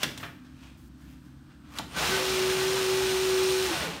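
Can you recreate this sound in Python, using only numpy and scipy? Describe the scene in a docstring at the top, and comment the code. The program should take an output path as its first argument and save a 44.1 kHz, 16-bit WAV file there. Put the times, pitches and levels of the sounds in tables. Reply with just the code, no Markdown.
"""A motorised paper towel dispenser, close up in a small hard room with humming ventilation.
First its plastic housing clacks and settles, and the hanging sheet stirs with a soft friction noise.
A faint hiss passes, and a click comes before the feed. The motor then spins up and hums at
harmonics of its shaft rate; gear teeth rattle the resonant housing while paper slides over the
roller. At last the drive coasts down."""
import sys
import numpy as np
from scipy import signal
from scipy.fft import rfft, irfft
from scipy.io import wavfile
from scipy.ndimage import uniform_filter1d

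SR = 44100
rng = np.random.default_rng(int(sys.argv[2]) if len(sys.argv) > 2 else 0)


def master(y):
    """Save y as 16-bit WAV."""
    cut = np.clip(np.atleast_2d(y).T, -1, 1)
    pcm = np.round(cut * 32767)  # scale
    wavfile.write(sys.argv[1], SR, pcm.astype(np.int16))


N = 176400
T = np.arange(N) / SR
SWITCH_ON_S, SWITCH_RISE_S = 1.87, 0.057
# load on the drive: t/s, gear rattle level/dB, paper slide level/dB
DRIVE_LOAD = [(1.9, -58, -59), (1.945, -40, -69), (1.968, -34, -37.5), (2.04, -30, -33), (2.12, -31, -32.5),
              (2.19, -31, -35), (2.25, -35, -34), (2.75, -36, -34), (3.3, -37.5, -34.5), (3.64, -38.5, -34),
              (3.69, -33.5, -35), (3.84, -34, -39.5), (3.89, -36, -57), (4.0, -42, -69)]


def amp(db):
    """The decibel scale: level to amplitude ratio."""
    return 10 ** (np.asarray(db) / 20)


def unit(x):
    """Normalisation to rms 1."""
    return x / np.sqrt(np.mean(x ** 2))


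def curve(table, column=1):
    """Linear interpolation of one column of a time table at every sample."""
    rows = np.array(table)
    return np.interp(T, rows[:, 0], rows[:, column])


def walk(rate):
    """Random modulation: smoothed steps, `rate` per second, with a spread near 1."""
    hold = int(SR / rate)
    steps = np.repeat(rng.standard_normal(N // hold + 1), hold)
    return 1.27 * uniform_filter1d(uniform_filter1d(steps, hold), hold)[:N]


def colour(x, spectrum, size=4096):
    """Minimum-phase filtering through (f/Hz, level/dB) points, keeping the power of white noise."""
    hz, db = np.array(spectrum).T
    f = np.maximum(np.arange(size // 2 + 1) * SR / size, 1)
    cepstrum = irfft(np.log(amp(np.interp(np.log(f), np.log(hz), db))))
    cepstrum[1:size // 2] *= 2  # folding the cepstrum makes the filter causal
    cepstrum[size // 2 + 1:] = 0
    response = irfft(np.exp(rfft(cepstrum)))
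    return signal.fftconvolve(x, response / np.linalg.norm(response))[:N]


def ring(x, hz, width_hz):
    """A damped resonator with gain 1 at its centre."""
    return signal.lfilter(*signal.iirpeak(hz, hz / width_hz, fs=SR), x)


def lowpass(x, hz, order=2):
    """Gentle attenuation above a cutoff frequency."""
    return signal.sosfilt(signal.butter(order, min(hz, SR / 2 - 1000), fs=SR, output="sos"), x)


def crackle(rate, scatter_db):
    """Stick-slip friction: tiny random slips of unequal size, `rate` per second."""
    slips = (rng.random(N) < rate / SR) * rng.standard_normal(N)
    return unit(slips * amp(scatter_db * np.minimum(rng.exponential(size=N), 4)))


def housing(x, ring_db):
    """Modal resonance: the plastic shell adds its modes to the sound that excites it."""
    # shell modes: f/Hz, bandwidth/Hz, relative level/dB
    modes = [(664, 24, -4), (855, 44, 7.5), (1138, 30, -3.5), (1476, 51, -6), (1935, 40, 0),
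             (2390, 60, -4.5), (2804, 82, -6), (3456, 58, -6), (4073, 79, 0.5), (5300, 130, -1.5),
             (6130, 130, -5), (6930, 48, 2.5), (9030, 210, -2), (14300, 90, 0)]
    return x + amp(ring_db) * sum(amp(db) * ring(x, hz, width) for hz, width, db in modes)


def room(x, wet_db, t60_s=0.51, treble_t60_s=0.42, split_hz=4000, build_s=0.0089):
    """Reverberation: close hard walls return a dense tail whose treble dies first."""
    t, noise = T[:SR], rng.standard_normal(SR)
    low = lowpass(noise, split_hz, order=1)
    tail = low * amp(-60 * t / t60_s) + (noise - low) * amp(-60 * t / treble_t60_s)
    tail *= np.minimum(t / build_s, 1) ** 2
    return x + amp(wet_db) * signal.fftconvolve(x, tail / np.linalg.norm(tail))[:N]


def background(whine_hz=8100):
    """Tones over noise: wavering ventilation hum, air rumble, and a separate faint electronic whine."""
    # ventilation tones: f/Hz, level/dB
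    hum_tones = [(65, -59), (136, -59), (255, -59), (294, -60)]
    # air noise spectrum: f/Hz, relative level/dB
    air_spectrum = [(25, -14), (45, -3), (70, 6.5), (110, -5), (145, 3.5), (190, -0.5), (290, -1.5),
                    (335, -4), (400, -22), (900, -23.5), (1500, -19.5), (2100, -30), (3200, -28.5),
                    (6000, -34.5), (10000, -41.5), (15500, -42)]
    hum = sum(amp(db + 2.4 * walk(5.88)) * np.sin(2 * np.pi * hz * T + 1.04 * walk(8))
              for hz, db in hum_tones)
    whine = amp(-82) * np.sin(2 * np.pi * whine_hz * T)
    rumble = amp(-51.5) * unit(colour(rng.standard_normal(N), air_spectrum))
    return np.sqrt(2) * (hum + whine) + rumble


def sheet_rustle():
    """Friction noise: fibres slip as the hanging sheet stirs, each stir with its own resonance."""
    # stirs: peak t/s, level/dB, rise/s, fall/s, resonance f/Hz, cutoff f/Hz
    stirs = [(.025, -37.5, 0.031, 0.039, 2660, 9000), (.21, -47.5, .02, 0.054, 1690, 12800),
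             (.45, -59.5, 0.011, 0.033, 1650, 7040), (.645, -54.5, 0.067, 0.073, 2550, 8000),
             (1.02, -61, 0.029, 0.073, 1700, 11000), (1.125, -63, .05, 0.027, 2600, 12000),
             (1.26, -63, 0.028, .05, 1650, 11000), (1.52, -61, 0.053, 0.039, 1550, 4500),
             (1.65, -60.5, 0.017, 0.045, 1500, 5000), (1.774, -41, 0.032, 0.032, 1310, 9000),
             (1.93, -50, 0.038, 0.026, 3000, 9000)]
    # rustle spectrum: f/Hz, relative level/dB
    rustle_spectrum = [(260, -20), (450, -7), (1000, -3), (1600, -5.5), (2000, -7.5), (2600, -6),
                       (5000, -10.5), (10000, -15), (15500, -6)]
    fibres = colour(crackle(rate=7000, scatter_db=1.5), rustle_spectrum)
    rustle = np.zeros(N)
    for peak, db, rise, fall, hz, cutoff_hz in stirs:
        envelope = amp(db) * np.exp(-np.maximum((peak - T) / rise, (T - peak) / fall))
        rustle += envelope * unit(lowpass(fibres + ring(fibres, hz, width_hz=560), cutoff_hz))
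    return room(rustle, wet_db=-5)


def plastic_clicks(box_hz=159, box_width_hz=210, thump_rise_s=0.0052, thump_decay_s=0.073):
    """Impact excitation: struck plastic cracks at the pitch of the part, and the box thumps."""
    # impacts: t/s, level/dB, cutoff f/Hz, attack/s, decay/s, thump level/dB, part f/Hz
    impacts = [(0.0304, -20, 16000, 0.0015, 0.0056, -36.5, 3380),
               (.04, -26.5, 5500, 0.0011, 0.0049, -44.5, 1590),
               (0.1758, -37.5, 17000, 0.00048, 0.0082, -55, 8300),
               (0.199, -44, 4000, 0.0022, 0.0058, -63, 1800), (.227, -35, 2130, 0.0049, 0.023, -47, 1440),
               (1.774, -40, 15000, .0006, 0.0033, -71, 4100),
               (1.7851, -28, 14200, 0.00086, 0.0048, -41, 4300),
               (1.793, -36.5, 1480, 0.0023, .012, -55, 950)]
    # impact spectrum: f/Hz, relative level/dB
    clack_spectrum = [(90, -10), (150, -7), (500, -7.5), (1400, -4), (2500, -3.5), (3400, -1), (4500, -7.5),
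                      (5300, -5.5), (7500, -8.5), (11000, -14.5), (15500, -17)]
    cracks, thumps = np.zeros(N), np.zeros(N)
    for start, db, cutoff_hz, attack, decay, thump_db, part_hz in impacts:
        age = np.maximum(T - start, 0)
        envelope = np.minimum(age / attack, 1) * np.exp(-np.maximum(age - 2 * attack, 0) / decay)
        crack = lowpass(colour(rng.standard_normal(N), clack_spectrum), cutoff_hz)
        cracks += amp(db) * envelope * unit(crack + amp(0.5) * ring(crack, part_hz, width_hz=560))
        thumps += amp(thump_db) * (1 - np.exp(-age / thump_rise_s)) * np.exp(-age / thump_decay_s)
    box = ring(rng.standard_normal(N), box_hz, box_width_hz)
    box = unit(ring(box, box_hz, box_width_hz))
    return room(housing(cracks, ring_db=-4), wet_db=-7.5) + thumps * box


def hiss(start_s=.77, end_s=.89, ramp_s=0.0053):
    """Gated white noise: a short spell of faint, even hiss."""
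    gate = np.clip(np.minimum(T - start_s, end_s - T) / ramp_s, 0, 1)
    return amp(-66) * gate * rng.standard_normal(N)


def motor(turns):
    """Rotational harmonics: three poles hum at three times the shaft rate, amid weaker partials."""
    # strength of the hum: t/s, level/dB
    hum_level = [(2.04, -51), (2.13, -28), (2.22, -33.5), (2.31, -27.5), (2.5, -25), (2.82, -27.5),
                 (3.07, -25), (3.19, -28.5), (3.35, -24), (3.65, -26), (3.71, -35.5), (3.76, -44),
                 (4.0, -65)]
    # partials: multiple of the shaft rate, relative level/dB, waver/dB
    partials = [(1, -27.5, 3), (3, -1.5, 1.1), (4, -22.5, 3.5), (12, -31, 10)]
    hum = np.zeros(N)
    for order, db, waver in partials:
        gain = amp(db + waver * walk(16))
        hum += gain * np.sin(2 * np.pi * order * turns + 0.36 * waver * walk(13))
    return np.sqrt(2) * amp(curve(hum_level)) * hum


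def gear_rattle(turns, teeth=12, jitter_s=.00022, scatter_db=2.5, roller_hz=9.8, roller_db=.5):
    """Gear-mesh excitation: each tooth ticks unevenly into the housing, with a scrape between ticks."""
    # rattle spectrum: f/Hz, relative level/dB
    gear_spectrum = [(40, -16), (62, 0.5), (100, -10), (150, -2), (220, -5), (450, -5.5), (850, -8.5),
                     (1300, -7), (1550, -8), (2100, -9), (2800, -9.5), (4100, -13), (7000, -21),
                     (15500, -32.5)]
    mesh_times = T[1:][np.diff(np.floor(turns * teeth)) > 0]
    lateness, force = rng.standard_normal((len(mesh_times), 2)).T
    tick_samples = np.clip((mesh_times + jitter_s * lateness) * SR, 0, N - 1).astype(int)
    ticks = np.zeros(N)
    np.add.at(ticks, tick_samples, amp(scatter_db * np.clip(force, -2, 2)))
    ticks -= uniform_filter1d(ticks, 2001)  # remove the steady part of the force
    contact = unit(ticks) / np.sqrt(2) + amp(-1) * crackle(rate=14000, scatter_db=1)
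    rattle = unit(housing(colour(contact, gear_spectrum), ring_db=-9.5))
    ripple_db = roller_db * np.sin(2 * np.pi * roller_hz * (T - SWITCH_ON_S))
    return room(rattle * amp(curve(DRIVE_LOAD) + ripple_db), wet_db=-7.5)


def paper_feed(sizzle_hz=8940, sizzle_width_hz=1600):
    """Sliding friction: paper rubs over the roller and sizzles past the edge of the slot."""
    # sliding paper spectrum: f/Hz, relative level/dB
    paper_spectrum = [(320, -18), (600, -11), (900, -6.5), (1500, -3.5), (2050, -8.5), (2400, -2.5),
                      (4000, -2.5), (4800, -5.5), (5500, -5), (7000, -8.5), (7700, -11.5), (8200, -10),
                      (9500, -11.5), (10500, -18), (12400, -15), (15500, -19)]
    # sizzle of the lengthening sheet: t/s, level/dB
    sizzle_level = [(2.2, -58), (2.7, -50.5), (3.25, -53), (3.55, -46), (3.8, -51), (3.88, -70)]
    slide = colour(crackle(rate=10000, scatter_db=1.64), paper_spectrum)
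    slide = unit(housing(slide, ring_db=-4.5))
    sizzle = ring(crackle(rate=6000, scatter_db=2.5), sizzle_hz, sizzle_width_hz)
    sizzle = unit(ring(sizzle, sizzle_hz, sizzle_width_hz))
    slide_db = curve(DRIVE_LOAD, column=2) + .5 * walk(25.2)
    return room(slide * amp(slide_db) + sizzle * amp(curve(sizzle_level)), wet_db=-6.5)


def gear_whir(turns, order=7):
    """A shaft harmonic, roughened by random modulation, rises and falls in pitch with the speed."""
    # whir, strongest as the drive runs up and down: t/s, level/dB
    whir_level = [(1.95, -60), (2.04, -38), (2.13, -51), (2.25, -63), (3.62, -58), (3.7, -40), (3.84, -41),
                  (3.89, -43), (4.0, -57)]
    envelope = amp(curve(whir_level) + 1.7 * walk(60))
    return np.sqrt(2) * envelope * np.sin(2 * np.pi * order * turns + 0.91 * walk(110))


def housing_song(waver_hz=40.34):
    """Resonance: as the load changes, single wavering tones of the shell swell and fade."""
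    # swells: peak t/s, f/Hz, level/dB, half length/s
    swells = [(1.975, 1520, -34.5, 0.013), (2.141, 1519, -32.5, 0.016), (2.175, 3070, -41.5, 0.037),
              (2.211, 516, -34.5, 0.023), (2.776, 963, -38.5, 0.011), (3.715, 326, -35, 0.013),
              (3.763, 1490, -42, .03), (3.844, 1462, -42, 0.027), (3.896, 166.6, -39.5, 0.023)]
    song = np.zeros(N)
    for peak, hz, db, half_length in swells:
        envelope = amp(db) * np.exp(-.5 * ((T - peak) / half_length) ** 2)
        song += envelope * np.sin(2 * np.pi * hz * T + 0.91 * walk(waver_hz))
    return np.sqrt(2) * song


def scene():
    """Superposition: all sources add at one point, the same in both channels."""
    # motor speed: t/s, shaft rotation f/Hz
    shaft_speed = [(1.93, 25.2), (1.98, 80), (2.04, 112), (2.12, 126.6), (2.2, 126.6), (2.4, 124.6),
                   (2.66, 126.5), (2.9, 126.6), (3.16, 125.4), (3.36, 125.8), (3.665, 125.3), (3.72, 114),
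                   (3.85, 79), (3.93, 47), (4.0, 20.4)]
    turns = np.cumsum(curve(shaft_speed)) / SR
    switched_on = np.clip((T - SWITCH_ON_S) / SWITCH_RISE_S, 0, 1)
    drive = motor(turns) + gear_rattle(turns) + gear_whir(turns) + housing_song() + paper_feed()
    mono = switched_on * drive + plastic_clicks() + sheet_rustle() + background() + hiss()
    return np.array([mono, mono])


def record(dry):
    """Band limiting: the deepest bass is thinned and the top is cut steeply."""
    bass_hz, top_hz = 45, 15700
    thinned = signal.sosfilt(signal.butter(3, bass_hz, "high", fs=SR, output="sos"), dry)
    return signal.sosfilt(signal.ellip(10, .2, 80, top_hz, fs=SR, output="sos"), thinned)


dry = scene()
out = record(dry)
master(out)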